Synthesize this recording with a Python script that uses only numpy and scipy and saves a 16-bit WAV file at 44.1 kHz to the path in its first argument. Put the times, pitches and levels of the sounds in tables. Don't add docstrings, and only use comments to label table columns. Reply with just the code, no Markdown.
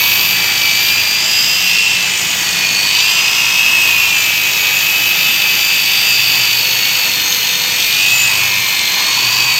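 import sys
import numpy as np
from scipy import signal
from scipy.fft import rfft, irfft
from scipy.io import wavfile
from scipy.ndimage import uniform_filter1d, map_coordinates

SR = 44100
rng = np.random.default_rng(int(sys.argv[2]) if len(sys.argv) > 2 else 0)


def int16_out(signal):
    q = np.round(np.clip(np.atleast_2d(signal).T, -1, 1) * 32767)
    wavfile.write(sys.argv[1], SR, q.astype(np.int16))


N = 422919

PINION_TEETH, WHEEL_TEETH, SLOTS = 11, 45, 12
MAINS_PULSES_HZ = 99.6
BALL_PASSES_PER_TURN = 9.285
WORKING_TURNS_PER_S = 210
RELEASE_RATTLE_DB = 0.07
CUTOFF_HZ = 15800


def motor(rotor, mains):
    # time in seconds, level in dB.
    slot_whine = [(0.0, -24.5), (1.1, -28), (1.8, -18.5), (2.45, -30), (2.65, -20.5), (3.8, -26.5),
                  (4.15, -21), (4.55, -21.5), (4.75, -19.5), (7.55, -30), (8.1, -17), (9.05, -27),
                  (9.59, -21.5)]
    slot_db = in_time(slot_whine)

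    chopped = runout(mains, 0.57, 0.4, slip=0.37) * runout(2 * mains, 0.16, 0.28, slip=0.33)
    chopped = chopped * runout(rotor, 0.096, 0.44)
    first = whine(SLOTS * rotor, chopped, flutter_db=3.5, jitter_rad=0.14)
    first = through_case(first, hz=2560, width_hz=220, direct=0.49)
    octave = whine(2 * SLOTS * rotor, runout(mains, 1.0, 0.3), flutter_db=4.5, jitter_rad=0.45)
    return from_db(slot_db + 2.5) * first + from_db(0.42 * slot_db - 30) * octave


def gears(rotor, wheel, handling):
    # time in seconds, level in dB.
    mesh_level = [(0.0, -25), (1.05, -20.5), (1.45, -30), (1.85, -20.5), (2.55, -41), (3.3, -19),
                  (3.7, -14), (4.55, -26.5), (4.95, -25.5), (6.5, -26.5), (7.5, -40), (8.25, -29.5),
                  (9.59, -28.5)]
    # time in seconds, level in dB.
    octave_level = [(0.0, -25), (1.25, -21), (1.4, -17), (2.2, -37.5), (2.8, -20), (3.9, -32), (4.25, -32),
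                    (4.4, -34), (6.15, -20), (8.2, -27.5), (8.4, -29), (8.9, -23), (9.59, -20)]
    # dB at working speed, dB per turn/s, facing share, press share, wander in dB.
    third_law = (-30.5, -0.1148, -0.45, 0.1, 3.5)

    mesh = PINION_TEETH * rotor
    wobble = runout(wheel, 0.3, 0.31) * runout(rotor, 0.04, -0.12)
    first = whine(mesh, wobble, flutter_db=2.0, jitter_rad=0.2)

    binding = tight_spot(wheel, depth_db=6.0, sharpness=5.7)
    binding = binding * runout(wheel, 0.05, 0.77) * runout(rotor, 0.54, -0.47)
    second = whine(2 * mesh, binding, flutter_db=1.5, jitter_rad=0.44)
    second = through_case(second, hz=4560, width_hz=960, direct=0.15)

    wobble = runout(wheel, 0.61, 0.79) * runout(rotor, 0.68, -0.35)
    third = whine(3 * mesh, wobble, flutter_db=3.0, jitter_rad=0.55)

    low = from_db(in_time(mesh_level) + 1.2) * first
    middle = from_db(in_time(octave_level) + 2.5) * second
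    return low + middle + from_db(follow(third_law, handling) - 2.0) * third


def clatter(rotor, wheel, mains, handling):
    # frequency in Hz, width in Hz, relative level in dB.
    case_modes = [(2956, 160, 3.5), (3606, 520, 0.5), (4570, 300, 0.5), (5970, 750, -5.5)]
    # dB at working speed, dB per turn/s, facing share, press share, wander in dB.
    ring_law = (-19.5, 0.2, 0.52, -1.55, -0.5)
    # dB at working speed, dB per turn/s, facing share, press share, wander in dB.
    clatter_law = (-21.5, -0.0658, 0.2, -0.5, 0.55)

    clicks = knocks(rotor, from_db(0.9 * drift(60)), spread_db=8.0, wheel_wear=0.59, pinion_wear=0.61)
    ring = resonate(resonate(clicks * throb(mains, 2.0), 2660, 370), 2620, 510)
    ring = rms_one(echoes(ring, gain=0.26))

    hard = clicks * tight_spot(wheel, depth_db=6.5, sharpness=2.9) * throb(2 * wheel, 0.58)
    case = 0
    for k, (hz, width_hz, db) in enumerate(case_modes):
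        case = case + (-1) ** k * from_db(db) * resonate(hard, hz, width_hz)
    band = signal.butter(3, [2200, 7000], "band", fs=SR, output="sos")
    case = rms_one(echoes(signal.sosfilt(band, case), gain=0.23))

    clatter_db = follow(clatter_law, handling) + release_db(handling[0])
    return from_db(follow(ring_law, handling) - 2.5) * ring + from_db(clatter_db) * case


def knocks(rotor, force, spread_db, wheel_wear, pinion_wear):
    passed = PINION_TEETH * rotor / (2 * np.pi)
    tooth = np.arange(1, int(passed[-1]) - 1)
    wheel_errors = rms_one(rng.standard_normal(WHEEL_TEETH))
    pinion_errors = rms_one(rng.standard_normal(PINION_TEETH))
    wear = wheel_wear * wheel_errors[tooth % WHEEL_TEETH] + pinion_wear * pinion_errors[tooth % PINION_TEETH]

    late, size, sign = rng.standard_normal((len(tooth), 3)).T
    on_time = np.interp(tooth, passed, np.arange(N))
    loose = np.clip(on_time + late * 0.00016 * SR, 0, N - 1)
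    chance = rms_one(from_db(spread_db * np.minimum(size, 2.4))) * np.sign(sign)

    clicks = np.zeros(N)
    clicks[np.round(on_time).astype(int)] = wear - wear.mean()
    clicks[loose.astype(int)] += chance
    return clicks * force


def release_db(speed, size=6000):
    speeding_up = uniform_filter1d(np.gradient(speed) * SR, size)
    return RELEASE_RATTLE_DB * np.maximum(speeding_up, 0)


def cooling_air(wheel, handling):
    # frequency in Hz, density in dB per Hz.
    fan_spectrum = [(1200, -17), (2100, 1), (3000, 6.5), (4100, -2.5), (4800, 1), (5400, -1), (5900, 0),
                    (6700, 0.5), (7400, -3.5), (8100, -7.5), (8800, -14.5), (10000, -18.5), (11200, -17.5),
                    (16000, -30)]
    # frequency in Hz, density in dB per Hz.
    vent_spectrum = [(7000, -29), (7800, -5), (8250, -5), (8460, 1.5), (8700, -15.5), (9400, -17),
                     (10500, -46)]
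    # dB at working speed, dB per turn/s, facing share, press share, wander in dB.
    fan_law = (-22, 0.0366, -0.12, 0.13, -0.05)
    # dB at working speed, dB per turn/s, facing share, press share, wander in dB.
    vent_law = (-34.5, -0.1, -0.3, 0.0, 1.1)

    rush = from_db(follow(fan_law, handling) + 3.0) * noise(fan_spectrum) * from_db(0.18 * drift(13))
    vent = from_db(follow(vent_law, handling)) * noise(vent_spectrum) * from_db(2.2 * drift(3.6))
    air = rush + vent
    dull = signal.sosfiltfilt(signal.butter(4, 4200, fs=SR, output="sos"), air)
    return dull + (air - dull) * rms_one(tight_spot(wheel, depth_db=3.0, sharpness=3.2))


def brushes(rotor, wheel, brush_db):
    # frequency in Hz, density in dB per Hz.
    brush_spectrum = [(8000, -54), (10600, -20.5), (11700, -8), (12700, 1), (13700, 2.5), (14800, -1),
                      (16000, -12)]
    hiss = noise(brush_spectrum) * throb(wheel, 0.59) * throb(rotor, 0.6)
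    return from_db(brush_db) * hiss * from_db(0.94 * drift(5))


def whistles():
    # start and end in seconds, start and end frequency in Hz, width in Hz, level in dB.
    squeals = [(1.25, 1.9, 11350, 11380, 50, -46), (3.3, 4.2, 11400, 11370, 40, -42),
               (4.55, 5.4, 12950, 12500, 170, -32), (6.5, 7.15, 14680, 14540, 70, -31)]
    out = 0
    for start, end, start_hz, end_hz, width_hz, db in squeals:
        hz = np.interp(np.arange(N) / SR, [start, end], [start_hz, end_hz]) + 0.5 * width_hz * drift(2)
        waver = drift(width_hz) + 1j * drift(width_hz)
        squeal = np.real(waver * np.exp(2j * np.pi * np.cumsum(hz) / SR))
        out = out + from_db(db) * swell(start, end) * rms_one(squeal)
    return out


def bearing(rotor, wheel, handling):
    # start and end in seconds, cycles per armature turn, level in dB.
    faint_tones = [(1.15, 2.05, 24, -32), (1.2, 2.2, 14, -29), (1.2, 1.8, 26, -30), (3.0, 3.8, 26, -30),
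                   (3.0, 5.4, 5.88, -40), (4.8, 7.2, 14, -28), (5.1, 6.6, 16.6, -28), (5.5, 7.1, 13, -27),
                   (5.7, 7.1, 24, -34), (6.55, 7.9, 2.54, -43)]
    # dB at working speed, dB per turn/s, facing share, press share, wander in dB.
    ball_law = (-37, -0.02, -0.5, 0.23, 1.0)
    # dB at working speed, dB per turn/s, facing share, press share, wander in dB.
    octave_law = (-32.0, -0.24, -0.3, -1.3, 1.0)

    def order(angle):
        return whine(angle, 1, flutter_db=2.0, jitter_rad=0.61)

    balls = from_db(follow(ball_law, handling) - 1.0) * order(BALL_PASSES_PER_TURN * rotor)
    octave = from_db(follow(octave_law, handling) - 1.0) * order(2 * BALL_PASSES_PER_TURN * rotor)
    trembling = rotor + 0.023 * drift(17) + 0.038 * np.sin(wheel)
    faint = 0
    for start, end, cycles, db in faint_tones:
        faint = faint + from_db(db) * swell(start, end) * order(cycles * trembling)
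    return balls + octave + faint


def bumper(handling):
    # frequency in Hz, width in Hz (of the first of two resonances), resting level in dB.
    panel_modes = [(95, 3.5, -51.5), (119.9, 4, -47.5), (180.5, 5.7, -52.5), (1009, 180, -40)]
    # start and end in seconds, approximate mode in Hz, rise in dB.
    stirred_spots = [(-0.2, 1.24, 95, 9), (1.2, 2.6, 95, 5), (-0.2, 1.6, 120, 2), (-0.2, 0.47, 181, 10.5),
                     (-0.2, 0.37, 1006, 8.5), (1.5, 2.9, 181, 12.5), (2.75, 4.2, 1006, 8),
                     (3.7, 4.5, 95, 6.5), (6.05, 6.85, 120, 8.5), (7.9, 8.75, 120, 9.5),
                     (8.2, 8.9, 1006, 8), (8.25, 8.7, 95, 11), (8.85, 9.65, 1006, 12),
                     (9.098, 9.6, 120, 11)]
    # frequency in Hz, density in dB per Hz.
    rub_spectrum = [(300, -17), (560, -9.5), (780, -1), (1000, -3.5), (1350, -2.5), (1750, 1), (2150, 0.5),
                    (2600, -3), (4000, -22.5)]
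    # frequency in Hz, density in dB per Hz.
    rumble_spectrum = [(20, -38), (40, -37), (62, -9), (100, -7.5), (145, -0.5), (200, 0.5), (250, 0.5),
                       (320, -4.5), (420, -5.5), (600, -7.5), (1200, -23.5)]
    # dB at working speed, dB per turn/s, facing share, press share, wander in dB.
    rub_law = (-27, 0.0041, 0.05, 0.15, 0.85)
    # dB at working speed, dB per turn/s, facing share, press share, wander in dB.
    rumble_law = (-36, 0.0158, 0.2, 0.26, 0.66)

    rub = from_db(follow(rub_law, handling)) * noise(rub_spectrum) * from_db(0.51 * drift(4.8))
    rumble = from_db(follow(rumble_law, handling)) * noise(rumble_spectrum)
    drone = 0
    for hz, width_hz, db in panel_modes:
        rises = [(start, end, rise) for start, end, mode_hz, rise in stirred_spots
                 if np.isclose(mode_hz, hz, rtol=0.11)]
        shaken = rng.standard_normal(N + SR)
        mode = resonate(resonate(shaken, hz, width_hz), hz, 2 * width_hz)[SR:]
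        drone = drone + from_db(db + swells(rises)) * even(rms_one(mode))
    return drone + echoes(rub + rumble, gain=0.14)


def whine(angle, sidebands, flutter_db, jitter_rad):
    tone = np.real(sidebands * np.exp(1j * (angle + jitter_rad * drift(8.9))))
    return rms_one(tone) * from_db(flutter_db * drift(4.8))


def runout(angle, swell_depth, swing_rad, slip_rad=None, slip=0.98):
    angle = angle + slip * drift(1.23)
    return np.exp(swell_depth * np.cos(angle) + 1j * swing_rad * np.sin(angle))


def tight_spot(wheel, depth_db, sharpness):
    lopsided = wheel + 0.8 * (1 - np.cos(wheel))
    bump = np.exp(sharpness * (np.cos(lopsided) - 1))
    return from_db(depth_db * (1 + 0.32 * drift(17)) * bump)


def through_case(tone, hz, width_hz, direct):
    return even(resonate(tone, hz, width_hz) + direct * tone)


def throb(angle, depth_db):
    return rms_one(from_db(depth_db * np.cos(angle)))


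def follow(law, handling):
    speed, facing_db, press_db = handling
    db, db_per_turn, facing_share, press_share, wander_db = law
    steered_db = db_per_turn * (speed - WORKING_TURNS_PER_S) + facing_share * facing_db + press_share * press_db
    return db + steered_db + wander_db * drift(3.1)


def echoes(x, gain, count=5):
    n, out = np.arange(N), x
    for k, delay_s in enumerate(np.geomspace(0.0023, 0.017, count)):
        delay = delay_s * SR * (1 + 0.0359 * drift(0.254))
        out = out + (-1) ** k * gain * map_coordinates(x, [n - delay], order=3)
    return out / np.sqrt(1 + count * gain ** 2)


def noise(spectrum):
    hz, db = np.transpose(spectrum)
    bins_hz = np.maximum(np.fft.rfftfreq(10 * SR, 1 / SR), 1)
    gain = from_db(np.interp(np.log(bins_hz), np.log(hz), db))
    white = rng.standard_normal(2 * len(bins_hz) - 2)
    return rms_one(irfft(gain * rfft(white)))[:N]


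def resonate(x, hz, width_hz):
    r = np.exp(-np.pi * width_hz / SR)
    zeros = np.array([1, 0, -1]) * (1 - r * r) / 2
    return signal.lfilter(zeros, [1, -2 * r * np.cos(2 * np.pi * hz / SR), r * r], x)


def drift(corner_hz):
    r = np.exp(-80 * np.pi * corner_hz / SR)
    sparse = rng.standard_normal(N // 40 + 2002)
    slow = signal.lfilter([1], [1, -2 * r, r * r], sparse)[2000:]
    return np.interp(np.arange(N) / 40, np.arange(len(slow)), rms_one(slow))


def swell(start_s, end_s, fade_s=0.12):
    t = np.arange(N) / SR
    return np.clip(np.minimum(t - start_s, end_s - t) / fade_s, 0, 1)


def swells(rows):
    return sum(db * swell(start, end) for start, end, db in rows)


def in_time(rows):
    s, value = np.transpose(rows)
    return np.interp(np.arange(N) / SR, s, value)


def even(x, size=5000):
    return x / np.sqrt(uniform_filter1d(x ** 2, size) + 1e-12)


def rms_one(x):
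    return x / np.sqrt(np.mean(np.abs(x) ** 2) + 1e-20)


def from_db(db):
    return 10 ** (np.asarray(db) / 20)


def scene():
    # time in seconds, armature turns per s.
    speed_curve = [(0.0, 206.0), (0.25, 214.05), (0.74, 211.05), (0.93, 218.9), (1.12, 216.8),
                   (1.44, 227.1), (1.9, 224.65), (2.22, 211.0), (2.66, 202.9), (2.9, 205.0), (3.08, 224.15),
                   (3.28, 231.5), (3.76, 235.35), (4.32, 211.85), (4.6, 207.15), (4.79, 211.4),
                   (5.37, 216.1), (5.48, 213.55), (5.69, 216.2), (5.88, 208.95), (6.09, 217.55),
                   (6.25, 210.9), (6.45, 212.95), (6.67, 201.85), (6.99, 203.7), (7.17, 195.6),
                   (7.64, 196.2), (7.92, 200.95), (8.13, 213.85), (8.25, 213.05), (8.54, 194.9),
                   (8.94, 191.75), (9.39, 212.85), (9.59, 205.75)]
    # time in seconds, level in dB.
    hiss_level = [(0.0, -17), (0.3, -19.5), (0.55, -26), (0.85, -22.5), (1.25, -26.66), (1.45, -24),
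                  (1.9, -31), (5.05, -21.5), (9.45, -26), (9.59, -24)]
    # start and end in seconds, depth in dB.
    presses = [(0.3, 0.8, 2.5), (1.1, 1.65, 4), (2.02, 2.98, 8.5), (6.55, 7.8, 0.5), (8.2, 9.05, 2)]

    speed, brush_db = in_time(speed_curve), in_time(hiss_level)
    rotor = 2 * np.pi * np.cumsum(speed) / SR
    wheel = rotor * PINION_TEETH / WHEEL_TEETH
    mains = 2 * np.pi * MAINS_PULSES_HZ * np.arange(N) / SR
    facing_db = brush_db - brush_db.mean()
    handling = speed, facing_db, swells(presses)

    drive = motor(rotor, mains) + gears(rotor, wheel, handling) + clatter(rotor, wheel, mains, handling)
    hissing = echoes(cooling_air(wheel, handling) + brushes(rotor, wheel, brush_db), gain=0.22)
    return (drive + hissing + whistles() + bearing(rotor, wheel, handling) + bumper(handling))[None]


def record(dry):
    rounded = dry / (1 + np.abs(dry / 0.9) ** 8) ** (1 / 8)
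    thin = signal.sosfilt(signal.butter(3, 43, "high", fs=SR, output="sos"), rounded)
    return signal.sosfilt(signal.ellip(12, 0.1, 90, CUTOFF_HZ, fs=SR, output="sos"), thin)


dry = scene()
out = record(dry)
int16_out(out)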